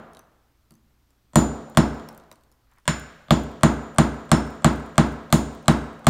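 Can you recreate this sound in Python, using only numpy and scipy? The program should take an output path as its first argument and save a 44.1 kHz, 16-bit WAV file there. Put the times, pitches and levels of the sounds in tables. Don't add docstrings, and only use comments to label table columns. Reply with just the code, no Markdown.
import sys
import numpy as np
from scipy import signal
from scipy.io import wavfile
from scipy.ndimage import uniform_filter1d, minimum_filter1d

SR = 44100
rng = np.random.default_rng(int(sys.argv[2]) if len(sys.argv) > 2 else 0)


def bounce(signal):
    frames = np.transpose(np.atleast_2d(signal))
    limited = np.clip(frames, -1, 1)
    pcm = np.round(limited * 32767).astype(np.int16)
    wavfile.write(sys.argv[1], SR, pcm)


def gain_from_db(level_db):
    decades = np.asarray(level_db, float) / 20
    return 10 ** decades


N = 268569


def evened(x):
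    return x / np.sqrt(np.mean(x ** 2) + 1e-20)


def read(hz, table_hz, value):
    return np.interp(np.log(hz + 1), np.log(np.add(table_hz, 1)), value)


def add(mix, start_s, sound):
    part = mix[round(start_s * SR):][:len(sound)]
    part += sound[:len(part)]


def mode(t, hz, db, t60_s, rise_s=0.0006):
    out = np.zeros(len(t))
    t = t[t < 2 * t60_s]
    swell = 1 - np.exp(-t / rise_s)
    out[:len(t)] = gain_from_db(db - 60 * t / t60_s) * swell * np.sin(2 * np.pi * hz * t)
    return out


def band(x, low_hz, high_hz):
    return signal.sosfilt(signal.butter(2, [low_hz, high_hz], "band", fs=SR, output="sos"), x)


# (pitch_hz, density_db)
HUSH_SHAPE = [(15, -18.5), (35, 0), (60, 0), (90, -11.5), (125, -13), (170, -18), (260, -11), (500, -22),
              (1200, -22), (2500, -28), (5000, -29.5), (10000, -35.5), (14500, -31.5), (16000, -38.5)]
HUSH_DB = -66


def hush():
    frames, hz = N // 256 + 5, np.fft.rfftfreq(1024, 1 / SR)
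    real, imag, patches = rng.standard_normal((frames, 513, 3)).T
    patches = evened(uniform_filter1d(uniform_filter1d(patches, 12, 0), 14, 1))
    shape_db = read(hz, *np.transpose(HUSH_SHAPE))[:, None]
    z = (real + 1j * imag) * gain_from_db(shape_db + 0.6 * patches)
    return gain_from_db(HUSH_DB) * evened(signal.istft(z, nperseg=1024, noverlap=768)[1][:N])


# (pitch_hz, level_db)
HUM_TONES = [(60, -67), (120, -72), (14400, -95)]


def hum():
    t = np.arange(N) / SR
    return sum(gain_from_db(db) * np.sin(2 * np.pi * hz * t) for hz, db in HUM_TONES)


# (pitch_hz, t60_s, walls_db, near_db), near = scatter off table and hands
ROOM_BANDS = [(60, 0.9, -4.5, -5.5), (180, 0.82, 2, 5), (495, 0.95, -11, -8.5), (1274, 1, -2, 6.5),
              (2400, 1, -16.5, -5), (5060, 1, -18.5, -3.5), (9000, 0.72, -13, -1.5),
              (11100, 0.079, -19, -7), (14900, 0.46, -19.5, -17.5)]
NEAR_T60_S = 0.24


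def room(x):
    hz, t, z = signal.stft(rng.standard_normal(SR + SR // 2), SR, nperseg=256)
    band_hz, t60_s, walls_db, near_db = np.transpose(ROOM_BANDS)
    fall_db = 60 * t / read(hz, band_hz, t60_s)[:, None]
    walls = gain_from_db(read(hz, band_hz, walls_db)[:, None] - 33.0 - fall_db)
    near = gain_from_db(read(hz, band_hz, near_db)[:, None] - 30.5 - 60 * t / NEAR_T60_S)
    tail = signal.istft(z * np.hypot(walls, near), SR, nperseg=256)[1]
    tail = tail * np.clip((np.arange(len(tail)) / SR - .002) / 0.0017, 0, 1)
    return signal.fftconvolve(x, tail)[:len(x)]


DUST_DB, DUST_T60_S, GRAINS_PER_S = -55, 0.68, 600


def dust():
    t = np.arange(N) / SR
    power = 0
    for start_s, *_ in BLOWS:
        power = power + gain_from_db(DUST_DB - 60 * np.maximum(t - start_s, 0) / DUST_T60_S) ** 2 * (t > start_s)
    size = gain_from_db(3.5 * np.minimum(rng.exponential(1, N), 4))
    grains = (rng.random(N) < GRAINS_PER_S / SR) * size * rng.standard_normal(N)
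    smear = rng.standard_normal(300) * gain_from_db(-60 * t[:300] / 0.0054)
    smeared = signal.oaconvolve(grains, smear)[:N]
    return power ** .5 * evened(band(smeared + 0.4 * rng.standard_normal(N), 5700, 20000))


# (time_s, level_db)
SLIPS = [
    (2.67, -71),
    (2.698, -77.5),
    (2.72, -62.5),
    (2.752, -71),
    (2.785, -59),
    (2.81, -72.5),
]


def scrape():
    time_s, level_db = np.transpose(SLIPS)
    t = np.arange(N) / SR
    slips = rng.standard_normal(N) * (.7 + 9 * (rng.random(N) < 300 / SR))
    return evened(band(slips, 800, 1900)) * gain_from_db(np.interp(t, time_s, level_db, -120, -120))


# (start_s, peak_db, pitch_hz)
ROLLING = [(0.1336, -45, 6520), (0.1488, -39.5, 3900), (0.17, -37, 3800), (0.1925, -36.5, 6100),
           (0.7076, -42.5, 4480), (0.72, -48, 8100), (0.7394, -53, 6250), (0.753, -51, 6200),
           (1.1057, -53, 7300), (1.9444, -47, 7100), (1.9981, -40, 3180), (2.0881, -30, 5450),
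           (2.1276, -44.5, 14900), (2.1477, -45, 7100), (2.1772, -36, 12200), (2.1993, -46.5, 3760),
           (2.2372, -51.5, 3860), (2.3149, -33, 3950), (2.326, -41, 5970), (2.357, -48, 4430),
           (2.4094, -57, 4400), (2.436, -52, 4470), (2.5162, -50, 6900), (2.5236, -51, 5360),
           (2.7143, -54, 7400), (2.736, -56, 6200), (2.761, -59.5, 7000), (2.7844, -53, 5220),
           (2.80, -60, 6000)]
# (start_s, peak_db, pitch_hz)
THROWN = [(1.4494, -37, 9300), (1.5285, -49.5, 9150), (1.699, -33.5, 12500), (1.779, -11, 9500),
          (1.8844, -47, 14400), (2.9981, -29, 10300), (3.4361, -36, 9300), (3.7394, -39, 9550),
          (3.9474, -42, 9460), (4.1974, -50.5, 9020), (4.2547, -45, 13600), (4.5047, -40, 9250),
          (4.554, -46, 13100), (4.7611, -57, 9400), (4.7995, -42, 9000), (4.8628, -42, 9160),
          (5.0594, -50, 12000), (5.0838, -43, 12000), (5.1248, -40, 11000), (5.235, -52, 13100),
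          (5.5292, -43, 13000), (5.5503, -38, 12100), (5.6276, -44, 11000), (5.7987, -46, 12000),
          (5.86, -52, 12500), (5.993, -41, 9000), (4.93, -52, 13000), (4.142, -52, 12000)]
ROLLING_T60_S, THROWN_T60_S = 0.021, 0.007
TAP_DB, TAP_PER_DB = -9, 1.26


def tick(peak_db, pitch_hz, tap_db, t60_s):
    t = np.arange(3000) / SR
    low_hz, high_hz = np.clip(pitch_hz * .5, 500, 7000), np.clip(pitch_hz * 2.8, 9000, 15800)
    click = band(rng.standard_normal(3000), low_hz, high_hz) * gain_from_db(-60 * t / (t60_s * .4))
    tap = band(rng.standard_normal(3000), 120, 1000) * gain_from_db(tap_db + 9.5 - 60 * t / (3 * t60_s))
    return gain_from_db(peak_db - 6) * (1.4 * click + mode(t, pitch_hz, -3.5, t60_s)) + tap


def grit():
    out = np.zeros(N)
    for start_s, peak_db, pitch_hz in ROLLING:
        tap_db = peak_db + TAP_DB + (TAP_PER_DB - 1) * (peak_db + 40)
        add(out, start_s, tick(peak_db, pitch_hz, tap_db, ROLLING_T60_S))
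    for start_s, peak_db, pitch_hz in THROWN:
        add(out, start_s, tick(peak_db, pitch_hz, -95, THROWN_T60_S))
    return out


# (pitch_hz, level_db, t60_s, swing_sign at the microphone)
BOARD_MODES = [(64.1, -21.5, 0.6, 1), (87.2, -30, 0.46, 1), (116.8, -23.5, 0.35, -1),
               (145.3, -8.5, 0.15, 1), (171.4, -5.5, 0.14, 1), (187.8, 3, 0.049, -1), (206, -18, .3, 1),
               (222.3, -13, 0.28, 1), (243.3, -20, 0.28, 1), (251.7, -24, .6, -1), (287.7, -23, 0.55, 1),
               (313.9, -19.5, 0.22, -1), (334.8, -21, 0.38, -1), (388.2, -32, 0.47, 1)]
ARRIVES_S, SWELLS_S, DEEPEST_S = .0027, .0055, .0187
REBOUND_S, REBOUND_HZ, REBOUND_DB, REBOUND_T60_S = .0172, 190, -3.5, .018


def thud(t, floor_db=0):
    swing = np.zeros(len(t))
    for hz, db, t60_s, sign in BOARD_MODES:
        level = gain_from_db(db + floor_db * (hz < 180) - 60 * t / t60_s)
        swing += np.sign(sign) * level * np.cos(2 * np.pi * hz * (t - DEEPEST_S))
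    start = 1 - np.exp(-np.maximum(t - ARRIVES_S, 0) / SWELLS_S)
    rebound = mode(np.maximum(t - REBOUND_S, 0), REBOUND_HZ, REBOUND_DB, REBOUND_T60_S, .003)
    return -start * swing - rebound


def nudge():
    return gain_from_db(-42.0) * thud(np.arange(SR) / SR)


# (pitch_hz, t60_s, twin_gap_hz, twin_db)
STEEL_MODES = [(7039, .68, 2.8, -7), (5348, .55, 23, -7), (6503, .5, 9, -11)]
PING_DB, PING_T60_S = 9.5, 0.14


def ring(t, rings_db):
    out = np.zeros(len(t))
    for db, (hz, t60_s, gap_hz, twin_db) in zip(rings_db, STEEL_MODES):
        out += mode(t, hz, db, t60_s, .0015)
        out += mode(t, hz, db + PING_DB, PING_T60_S, .0008)
        out += mode(t, hz + gap_hz * rng.uniform(.6, 1.4), db + twin_db, t60_s, .0015)
    return out


# (start_s, pitch_hz, level_db)
FLAKE_NOTES = [(1.357, 565, -23), (2.878, 616, -17), (2.878, 1480, -6.5), (2.878, 1960, -9),
               (2.888, 1780, -16), (3.307, 603, -14), (3.307, 3540, -1.5), (4.316, 1300, -22),
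               (5.325, 1970, -24), (5.682, 3900, -2), (3.306, 4100, -15)]
FLAKE_T60_CYCLES = 12


def flakes(t, blow_s):
    out = np.zeros(len(t))
    for start_s, hz, db in FLAKE_NOTES:
        if abs(start_s - blow_s) < .05:
            out += mode(np.maximum(t - start_s + blow_s, 0), hz, db + 6, FLAKE_T60_CYCLES / hz)
    return out


def sizzle(t, split_db):
    ragged = gain_from_db(30 * uniform_filter1d(rng.standard_normal(SR), size=60))
    return gain_from_db(split_db - 9 - 60 * t / .07) * band(rng.standard_normal(SR), 2500, 15500) * ragged


# (low_hz, high_hz, level_db)
SMACK_BANDS = [(324, 737, -1.5), (945, 3510, -8), (2000, 4800, -5.5), (5800, 9340, -13),
               (10400, 17000, -19)]


def smack(t, parts_db):
    out = np.zeros(len(t))
    for k, (low_hz, high_hz, db) in enumerate(SMACK_BANDS):
        out += (-1) ** k * gain_from_db(db + parts_db[k] - 30.0) * evened(band(1. 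* (t == 0), low_hz, high_hz))
    return out


# (pitch_hz, level_db, t60_s)
STONE_MODES = [(583, -26.5, 0.01), (700, 11, 0.035), (799, 2.5, 0.077), (1180, 18, 0.016),
               (1410, 14.5, 0.0095), (1548, -3, 0.024), (1990, 7, 0.015)]


def knock(t, pitch):
    late = np.maximum(t - .0006, 0)
    out = np.zeros(len(t))
    for hz, db, t60_s in STONE_MODES:
        detune = 1 + .01 * rng.standard_normal()
        out += mode(late, hz * pitch * detune, db + rng.standard_normal(), t60_s)
    return out


# (pitch_hz, level_db, t60_s)
HANDLE_MODES = [(3420, 2.5, 0.0038), (4160, -4.5, .005), (6042, -4.5, 0.0084), (7983, 11, 0.0031),
                (8960, -1, 0.0058), (10630, -15.5, 0.0037), (12500, -10, 0.0066), (14900, -1, 0.0007)]


def crack(t, sharp_db, bright_db, top_db):
    out = np.zeros(len(t))
    for hz, db, t60_s in HANDLE_MODES:
        range_db = sharp_db if hz < 6000 else bright_db if hz < 10000 else top_db
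        detune = 1 + .02 * rng.standard_normal()
        out += mode(t, hz * detune, db + 1.5 * rng.standard_normal() + range_db, t60_s, .0003)
    return out


# (start_s, thud_db, tip_bite_db, stone_split_db, head_ring_db)
BLOWS = [(1.357, -4.5, -12.5, -23, -31.5), (1.772, -6.5, -16.5, -35.5, -44),
         (2.878, -20.5, -15, -36.5, -38.5), (3.307, -8.5, -22, -33, -42.5), (3.633, -6.5, -14, -36, -41),
         (3.984, -7.5, -14, -35, -43.5), (4.316, -7.5, -13, -33.5, -43), (4.645, -8, -17, -38.5, -45.5),
         (4.98, -8, -17, -38.5, -48.5), (5.3258, -8.5, -13, -21, -40), (5.681, -8, -14.5, -36, -52),
         (6.068, -8, -16, -32, -42)]
EARLIER_BLOW = (-0.3616, -2.5, -14.5, -42, -45)
# (start_s, low_mode_db, middle_mode_db)
OFF_CENTRE_BLOWS = [
    (1.772, -44, -64),
    (2.878, -43, -64),
    (3.633, -55, -47),
    (4.316, -40, -62),
    (5.325, -49, -45),
    (5.682, -50, -60),
    (6.068, -49, -54),
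]
CENTRED_DB = (-56, -59.5)
USUAL_THUD_DB, USUAL_SPLIT_DB = -8, -33
KNOCK_DB, KNOCK_PER_THUD, PITCH_PER_THUD = -17, .35, -.033
FLOOR_PER_THUD = -.4
DULL_DB, MIDDLE_DB, MIDDLE_PER_SPLIT = -1.5, 2.5, -0.87
CRACK_DB, CRACK_PER_SPLIT, SHARP_DB = -11, -.45, -10.5
FLAKE_SPREAD, RING_SPREAD = 0.34, 0.12


def strike(start_s, thud_db, bite_db, split_db, ring_db):
    t = np.arange(SR) / SR
    seated, split = thud_db - USUAL_THUD_DB, split_db - USUAL_SPLIT_DB
    knock_db = KNOCK_DB + KNOCK_PER_THUD * seated
    crack_db = CRACK_DB + CRACK_PER_SPLIT * split
    middle_db = bite_db + MIDDLE_DB + MIDDLE_PER_SPLIT * split
    off_centre = [row[1:] for row in OFF_CENTRE_BLOWS if abs(row[0] - start_s) < .05]
    lower_db = (off_centre + [CENTRED_DB])[0]

    handle = gain_from_db(7.5) * crack(t, SHARP_DB, bite_db, split_db + 31 + crack_db)
    stone = gain_from_db(knock_db - 1.0) * knock(t, 1 + PITCH_PER_THUD * seated)
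    contact = smack(t, (thud_db + DULL_DB, middle_db, SHARP_DB, bite_db, split_db + 20.0))
    splitting = sizzle(t, split_db)
    board = gain_from_db(thud_db + 8.0) * thud(t, FLOOR_PER_THUD * seated)
    steel = ring(t, (ring_db, *lower_db))
    chips = flakes(t, start_s)

    toned = handle + stone
    direct = toned + board + splitting + 0.22 * contact + steel + chips
    spread = .08 * toned + .16 * board + .3 * splitting + 2.11 * contact
    return direct, spread + RING_SPREAD * steel + FLAKE_SPREAD * chips


def scene():
    near, far = np.zeros((2, N + SR))
    for row in list(BLOWS) + [EARLIER_BLOW]:
        direct, spread = strike(*row)
        add(near, row[0] + 1.0003, direct)
        add(far, row[0] + 1.0003, spread)
    blows = (near + room(far))[SR:]
    ticks = grit()
    add(ticks, .707, nudge())
    return (blows + ticks + 0.44 * room(ticks) + scrape() + dust() + hum() + hush())[None]


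CEILING, RECOVERY_DB_PER_S = .7, 460.0


def limit(x):
    need_db = np.minimum(20 * np.log10(CEILING / (abs(x) + 1e-9)), 0)
    rise_db = np.arange(N) * RECOVERY_DB_PER_S / SR
    held_db = np.minimum.accumulate(need_db - rise_db) + rise_db
    return x * gain_from_db(uniform_filter1d(minimum_filter1d(held_db, size=41), size=21))


def top_cut(x):
    return signal.sosfilt(signal.butter(12, 16500, fs=SR, output="sos"), x)


def record(dry):
    x = limit(dry[0])
    dull = band(x, 60, 8500)
    for early, level_db in ((1024, -34.5), (512, -42.5)):
        x = x + gain_from_db(level_db) * np.pad(dull[early:], (0, early))
    x = signal.oaconvolve(x, signal.firwin(255, 15950, fs=SR), "same")
    return top_cut(x[None])


dry = scene()
out = record(dry)
bounce(out)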